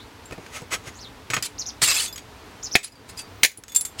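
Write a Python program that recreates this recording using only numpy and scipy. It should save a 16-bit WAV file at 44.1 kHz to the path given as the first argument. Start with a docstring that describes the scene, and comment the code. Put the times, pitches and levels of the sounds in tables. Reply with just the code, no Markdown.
"""Boots on a broken plate

Outdoors on a stone step, close to one microphone, heavy boots scuff, press, grind and twice stamp on
a broken ceramic plate. Pinned shards clack and crunch; loose ones skitter and ring. A small bird
chirps nearby over a soft outdoor rush. The recorder's gain control ducks after each stamp."""
import sys
import numpy as np
from scipy import signal
from scipy.fft import rfft, irfft, next_fast_len
from scipy.io import wavfile
from scipy.ndimage import minimum_filter1d, map_coordinates

SR = 44100
rng = np.random.default_rng(int(sys.argv[2]) if len(sys.argv) > 2 else 0)


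def generate_wav(sig):
    """Save sig (samples, or channels by samples) to the path in sys.argv[1] as 16-bit PCM at SR."""
    pcm = np.round(np.clip(np.atleast_2d(sig).T, -1, 1) * 32767).astype(np.int16)
    wavfile.write(sys.argv[1], SR, pcm)


N = 176400
T = np.arange(N) / SR
RING_T = T[:SR // 4]

# Fractures under the stamps, and pinned pieces knocking on the stone.
# Each row: start in seconds, level in dB, T60 in seconds, brightness in dB per octave.
FRACTURES = [(2.7535, -1.5, 0.017, -4.5), (2.7558, 1.5, 0.052, -0.5), (2.761, -2.5, 0.017, -2),
             (3.433, 2, 0.071, 0), (3.4365, 2.5, 0.071, 5), (3.448, 4.5, 0.037, 0),
             (3.4555, -5.5, 0.049, 3.5)]
KNOCKS = [(.310, -36.5, 0.035, -1), (.322, -34.5, 0.081, -2), (.379, -45, 0.044, -3.5),
          (.464, -34.5, 0.036, -3), (.618, -43, .03, 7), (1.302, -21.5, 0.1, -1), (1.335, -18, 0.074, -2.5),
          (1.340, -21.5, 0.079, 3), (1.3655, -19.5, 0.095, -2), (1.425, -23, 0.043, 5),
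          (1.818, -19, 0.06, -1), (2.004, -25, .04, 9), (2.159, -32, 0.043, 3.5), (2.178, -32.5, 0.077, 3),
          (2.781, -24.5, 0.057, 1), (3.516, -30, 0.046, 5), (3.637, -23, 0.018, 3.5),
          (3.681, -32, 0.067, 4), (3.717, -39, 0.073, 1), (3.7515, -19, 0.064, 10), (3.810, -20, 0.035, 9),
          (3.8505, -29, 0.078, 4.5)]
# Boot pressure on shards and on grit, one list a stroke. Each row: time in seconds, level in dB.
GRIND_STROKES = [
    [(1.425, -30), (1.445, -33.5), (1.463, -26.5), (1.485, -58)],
    [(1.813, -51), (1.819, -15), (1.841, -15.5), (1.868, -23.5), (1.882, -17.5), (1.915, -20.5),
     (1.94, -28.5), (1.955, -21), (1.995, -24), (2.01, -23), (2.06, -28.5), (2.105, -56)],
    [(2.83, -30), (2.846, -22), (2.86, -35), (2.885, -35.5)],
    [(3.08, -56), (3.097, -36.5), (3.13, -65)],
    [(3.168, -48), (3.195, -34.5), (3.225, -49)],
    [(3.97, -67), (3.988, -38.5), (3.997, -32), (4, -17.5)],
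]
SCUFF_STROKES = [
    [(.4, -55), (.51, -51.5), (.55, -36.5), (.566, -31), (.594, -43.5), (.65, -56)],
    [(.705, -45), (.72, -27.5), (.732, -23.5), (.75, -24), (.765, -39), (.79, -81)],
    [(.83, -57), (.88, -35), (.902, -45.5), (.926, -74)],
]
# Loose shards being struck. Each row: start in seconds, level in dB, name of the shard.
SHARD_STRIKES = [(.256, -43.5, "wedge"), (.325, -49, "chip"), (1.425, -24, "corner"),
                 (1.84, -18.5, "wedge"), (2.079, -28.5, "sliver"), (2.127, -34.5, "corner"),
                 (2.181, -44, "rim"), (2.844, -25, "chip"), (2.921, -40.5, "corner"), (2.955, -46.5, "rim"),
                 (3.175, -35, "corner"), (3.191, -31, "rim"), (3.451, -13, "wedge"), (3.574, -26, "chip"),
                 (3.695, -30, "sliver"), (3.72, -27, "sliver"), (3.748, -15, "wedge"),
                 (3.7612, -8, "wedge"), (3.81, -21, "chip"), (3.851, -19, "wedge")]
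# The sole landing. Each row: start in seconds, level in dB, T60 in seconds.
SOLE_LANDINGS = [(0.31, -35, 0.099), (0.322, -29.5, .06), (.379, -32.5, 0.088), (0.618, -32.5, 0.081),
                 (0.726, -39.5, 0.12), (0.871, -38, 0.13), (1.301, -31.5, 0.15), (1.335, -31, 0.097),
                 (1.366, -28, 0.11), (1.821, -27, 0.081), (2.756, -20, 0.038), (3.435, -36, 0.041),
                 (3.584, -29, 0.043)]
# The heel hitting the stone. Each row: start in seconds, level in dB.
HEEL_STRIKES = [(2.7541, -12), (3.4338, -19)]
# Resonances of the plate, pinned pieces, heap of small pieces, each loose shard and the heel.
# Each row: frequency in Hz, level in dB, T60 in seconds.
PLATE_MODES = [(1830, -11.5, 0.099), (2050, -9, .04), (2330, -4.5, .06), (2453, 2, 0.063), (2585, 6, 0.037),
               (4460, -6, .03), (4700, -24, .09), (6900, -8, 0.11)]
PINNED_MODES = [(1306, -1, 0.078), (1580, -2, 0.027), (1840, -5, 0.081), (2226, -7, 0.053),
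                (2527, 0.5, 0.04), (3300, -7.5, 0.047), (5400, -18, .05), (6720, -2.5, 0.095),
                (7860, -6, 0.08)]
HEAP_MODES = [(2350, -6, 0.077), (2636, 5.5, 0.063), (3430, -6, 0.037), (4470, -1, 0.075),
              (5066, -1, 0.077), (7100, -7, 0.07), (7300, -1, 0.085), (7520, -1, 0.061), (8000, 1, 0.034),
              (8150, 0, 0.04), (9270, 4, 0.056), (11500, -10, .04), (13400, -5, .05)]
SHARD_MODES = {"wedge": [(3500, -23.5, 0.2), (7400, -3, 0.14), (7430, -12.5, 0.12), (9325, -5.5, 0.1),
               (13000, -16.5, 0.15)], "sliver": [(3488, -11, .13), (6670, -4, 0.15), (13150, -11, 0.11)],
               "rim": [(3330, -2.5, 0.065), (4685, 0.5, 0.16), (6600, -17, .07), (9300, -2, 0.086)],
               "corner": [(4950, 1, 0.087), (7200, -11, 0.13), (10300, -15, .1), (12320, -12, 0.11)],
               "chip": [(10000, 3, 0.077), (9930, -11, 0.12), (10570, -14, 0.057), (11700, -13, .09)]}
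HEEL_MODES = [(236, -11, 0.023), (390, -4, 0.032), (716, -7, 0.064), (785, -2, 0.036)]
# Spectra of the contacts and of the outdoor rush. Each row: frequency in Hz, level in dB.
CRACK_SPECTRUM = [(150, -31), (400, -14.5), (800, -13.5), (1100, -25.5), (1700, 2), (2300, 3.5), (3000, -1),
                  (4500, -4), (6800, -7), (8200, -12.5), (9700, -9), (11000, -16.5), (15500, -19.5)]
CLACK_SPECTRUM = [(150, -46), (250, -19), (742, -20), (995, -10.5), (1310, -3), (1730, -5.5), (2160, -2),
                  (3110, -7.5), (6420, -12), (6880, -10), (9230, -19), (15500, -27)]
CRUNCH_SPECTRUM = [(120, -51), (200, -15), (653, -15), (1030, -12), (1280, -6.5), (1380, -8.5),
                   (2600, -3.5), (3960, -4), (4580, 0.5), (5700, -7.5), (7760, 0.5), (10800, -12.5),
                   (15500, -18.5)]
GRIT_SPECTRUM = [(180, -56), (300, -10.5), (543, -8.5), (892, -19.5), (1280, -5.5), (1750, -9),
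                 (1940, -2.5), (4650, -15.5), (6790, -10.5), (7370, -17.5), (9290, -18), (15500, -32)]
SOLE_SPECTRUM = [(25, -10), (60, -12), (130, 2), (220, -9.5), (500, -7.5), (900, -16), (2000, -40),
                 (8000, -49)]
AIR_SPECTRUM = [(12, -47), (20, -23), (49, -1.5), (107, -0.5), (150, -10), (293, -4), (337, -11), (434, -6),
                (542, -12.5), (976, -9.5), (1060, -12), (4420, -21.5), (6010, -25.5), (8410, -30),
                (16000, -37)]
# The bird's chirps. Each row: start in seconds, length in seconds, pitch ceiling in Hz, level in dB.
BIRD_CHIRPS = [(1.581, 0.045, 6740, -28), (1.657, 0.05, 6450, -30.5), (2.625, 0.053, 6820, -31),
               (2.711, 0.056, 6040, -29)]
# Its softer slurs, one list a note. Each row: time in seconds, pitch in Hz, level in dB.
BIRD_SLURS = [
    [(0, 3500, -44), (.02, 3820, -50), (.05, 4430, -62)],
    [(.94, 5900, -53), (.965, 6580, -46), (.99, 7200, -55)],
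    [(.988, 3900, -47), (1.012, 5920, -42.5), (1.04, 4280, -42), (1.063, 3450, -41.5), (1.085, 3800, -48)],
]


def cracks():
    """The plate fractures under each stamp in a few sharp bursts."""
    return blows(FRACTURES, CRACK_SPECTRUM, PLATE_MODES, per_s=7000, spread_db=4.5, ring_db=-7)


def clacks():
    """Pieces pinned under the boot knock on the stone."""
    return blows(KNOCKS, CLACK_SPECTRUM, PINNED_MODES, per_s=5000, spread_db=3.5, ring_db=-6)


def grinds():
    """The heap of shards crunches under the boot's weight."""
    return strokes(GRIND_STROKES, CRUNCH_SPECTRUM, HEAP_MODES,
                   spread_db=3.5, ring_db=-4, chips_db=-1.5, shift_db=21)


def scuffs():
    """The sole drags grit over the stone."""
    return strokes(SCUFF_STROKES, GRIT_SPECTRUM, PINNED_MODES,
                   spread_db=3, ring_db=-7, chips_db=-15, shift_db=11.5)


def blows(table, spectrum, modes, per_s, spread_db, ring_db):
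    """Each blow is a quickly dying chatter of contacts on ceramic."""
    out = np.zeros(N)
    for start, db, t60, tilt_db in table:
        decay = fade(RING_T, t60)
        force = contacts(len(RING_T), per_s, spread_db) * decay
        force = unit_energy(force) * np.linalg.norm(decay)
        add(out, start, amp(db) * ceramic(force, spectrum, modes, ring_db, tilt_db))
    return out


def strokes(tables, spectrum, modes, spread_db, ring_db, chips_db, shift_db, per_s=7000, shifts_per_s=45):
    """Sliding contacts follow the boot's pressure; pieces take turns to ring as they shift under it."""
    out = np.zeros(N)
    shares = unit_energy(amp([0, ring_db, chips_db]))
    for table in tables:
        times, db = np.transpose(table)
        t = T[:int((times[-1] - times[0]) * SR)]
        pressure = amp(np.interp(t + times[0], times, db))
        force = pressure * contacts(len(t), per_s, spread_db)
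        ringing = 0
        for mode in modes:
            load = amp(shift_db * np.tanh(wobble(shifts_per_s, t)))
            ringing += signal.fftconvolve(force * load, ring([mode]))
        clicks = signal.fftconvolve(force, colour(spectrum))
        for layer, share in zip((clicks, ringing, chips(pressure)), shares):
            add(out, times[0], share * np.linalg.norm(pressure) * unit_energy(layer))
    return out


def contacts(size, per_s, spread_db):
    """Tiny random contacts of uneven strength, RMS 1."""
    hits = rng.random(size) < per_s / SR
    signs = rng.choice([-1, 1], size)
    strength = amp(spread_db * np.clip(rng.standard_normal(size), -2, 2))
    return unit_rms(hits * signs * strength)


def ceramic(force, spectrum, modes, ring_db, tilt_db):
    """A force heard as broad clicks plus the damped ring of the pieces."""
    body = amp(ring_db) * unit_energy(ring(modes, tilt_db))
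    click = colour(spectrum, tilt_db)
    body[:len(click)] += click
    return signal.fftconvolve(force, unit_energy(body))


def ring(modes, tilt_db=0, vary_db=3.5):
    """Decaying modes, their balance a little different at each contact."""
    out = np.zeros(len(RING_T))
    for hz, db, t60 in modes:
        level_db = db + tilt_db * np.log2(hz / modes[0][0]) + vary_db * rng.normal()
        out += amp(level_db) * fade(RING_T, t60) * np.sin(2 * np.pi * hz * RING_T)
    return out


def chips(pressure, per_s=700, centre_hz=5200, octaves=.75, t60=0.048, spread_db=3):
    """Small pieces ping briefly under the boot, each at its own pitch."""
    out = np.zeros(len(pressure) + len(RING_T))
    t = RING_T[:len(RING_T) // 2]
    for i in rng.integers(0, len(pressure), int(per_s * len(pressure) / SR) + 1):
        hz = min(centre_hz * 2 ** (octaves * rng.normal()), SR / 2)
        strength = pressure[i] * amp(spread_db * rng.normal())
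        out[i:i + len(t)] += strength * fade(t, t60) * np.sin(2 * np.pi * hz * t)
    return out


def clinks(tick_db=-9, tick_t60=0.075):
    """Loose shards ring freely after a bright tick."""
    out = np.zeros(N)
    for start, db, shard in SHARD_STRIKES:
        tick = signal.fftconvolve(burst(tick_t60), colour(CRUNCH_SPECTRUM, tilt_db=4))[:len(RING_T)]
        add(out, start, amp(db) * (ring(SHARD_MODES[shard]) + amp(tick_db) * tick))
    return out


def thuds():
    """The rubber sole lands on the step with a short, dull push."""
    out = np.zeros(N)
    for start, db, t60 in SOLE_LANDINGS:
        push = unit_energy(signal.fftconvolve(burst(t60), colour(SOLE_SPECTRUM)))
        add(out, start, amp(db) * np.linalg.norm(fade(RING_T, t60)) * push)
    return out


def heels():
    """The hard heel meets the stone with a solid knock at each stamp."""
    out = np.zeros(N)
    for start, db in HEEL_STRIKES:
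        add(out, start, amp(db) * ring(HEEL_MODES))
    return out


def bird(rise_s=.004, echo_db=-7):
    """A bird nearby: chirps shoot up and arch down, softer notes slur, the yard echoes briefly."""
    out = np.zeros(N)
    for start, length, ceiling_hz, db in BIRD_CHIRPS:
        t = T[:int(length * SR)]
        progress = t / length
        hz = ceiling_hz * (1 - .52 * np.exp(-t / rise_s) - .42 * progress ** 2.5)
        add(out, start, amp(db) * np.sqrt(np.sin(np.pi * progress)) * whistle(hz, t))
    for note in BIRD_SLURS:
        times, pitches, db = np.transpose(note)
        t = T[:int((times[-1] - times[0]) * SR)]
        hz = np.interp(t + times[0], times, pitches)
        envelope = amp(np.interp(t + times[0], times, db))
        add(out, times[0], envelope * whistle(hz, t))
    return out + amp(echo_db) * yard(out, t60=0.14)


def whistle(hz, t, overtone_db=-26, flutter_db=4, flutters_per_s=650, roughness=.065):
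    """The bird's tone, made raspy by fast flutter in pitch and level."""
    rough_hz = hz * (1 + roughness * wobble(2 * flutters_per_s, t))
    phase = 2 * np.pi * np.cumsum(rough_hz) / SR
    tone = np.sin(phase) + amp(overtone_db) * np.sin(2 * phase)
    return amp(flutter_db * wobble(flutters_per_s, t)) * tone


def yard(x, t60, delay_s=0.0027):
    """Scatter from the wall and door reaches the microphone just after the direct sound."""
    tail = burst(t60) * (RING_T > delay_s)
    return signal.fftconvolve(x, unit_energy(tail))[:N]


def air(level_db=-45, sway_db=0.4):
    """A soft, nearly even outdoor rush in the background."""
    rush = signal.fftconvolve(rng.standard_normal(N + SR), colour(AIR_SPECTRUM))[SR:SR + N]
    return amp(level_db - sway_db * wobble(5, T)) * unit_rms(rush)


def colour(spectrum, tilt_db=0):
    """Causal response of energy 1 with the given spectrum, tilted by tilt_db per octave."""
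    hz = np.fft.rfftfreq(4096, 1 / SR) + 1
    knots_hz, knots_db = np.transpose(spectrum)
    db = np.interp(np.log(hz), np.log(knots_hz), knots_db)
    db += tilt_db * np.log2(np.maximum(hz / knots_hz[0], 1))
    cepstrum = irfft(np.log(amp(db)))
    half = len(cepstrum) // 2
    cepstrum[1:half] *= 2  # folding gives minimum phase, so the attack stays sharp
    cepstrum[half + 1:] = 0
    return unit_energy(irfft(np.exp(rfft(cepstrum))))


def burst(t60):
    """A dying puff of white noise."""
    return rng.standard_normal(len(RING_T)) * fade(RING_T, t60)


def wobble(knots_per_s, t):
    """A smooth random curve."""
    knots = rng.standard_normal(int(t[-1] * knots_per_s) + 4)
    return map_coordinates(knots, [t * knots_per_s])


def fade(t, t60):
    """Exponential decay, 60 dB down after t60 seconds."""
    return np.exp(-np.log(1000) * t / t60)


def add(track, start_s, x):
    """Mix x into the track at start_s."""
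    i = int(np.clip(round(start_s * SR), 0, N))
    track[i:i + len(x)] += x[:N - i]


def amp(db):
    return 10 ** (np.asarray(db) / 20)


def unit_rms(x):
    return x / np.sqrt(np.mean(x ** 2) + 1e-20)


def unit_energy(x):
    return x / (np.linalg.norm(x) + 1e-12)


def scene():
    """At the microphone, in mono: boots and shards in front, yard, bird and air behind."""
    step = scuffs() + grinds() + clacks() + cracks() + thuds() + heels() + clinks()
    scatter = amp(-17.5) * yard(step, t60=0.21)
    return (step + scatter + bird() + air())[None]


def record(dry, limit_db=-10.5, sense_s=0.0023, hold_s=0.11, recover_db_per_s=38, top_hz=16000):
    """The recorder's gain ducks at once, holds and recovers; overshoots clip; the top treble is cut."""
    pole = np.exp(-1 / (sense_s * SR))
    level_db = 10 * np.log10(signal.lfilter([1 - pole], [1, -pole], dry[0] ** 2) + 1e-12)
    duck_db = np.minimum(limit_db - level_db, 0)
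    hold = 2 * int(hold_s * SR / 2) + 1
    held_db = minimum_filter1d(duck_db, hold, origin=hold // 2, mode="nearest")
    recovery_db = recover_db_per_s * T
    gain_db = np.minimum.accumulate(held_db - recovery_db) + recovery_db
    clipped = np.clip(dry * amp(gain_db), -1, 1)
    size = next_fast_len(N + SR)
    passband = np.fft.rfftfreq(size, 1 / SR) < top_hz
    return irfft(rfft(clipped, size) * passband, size)[:, :N]


dry = scene()
out = record(dry)
generate_wav(out)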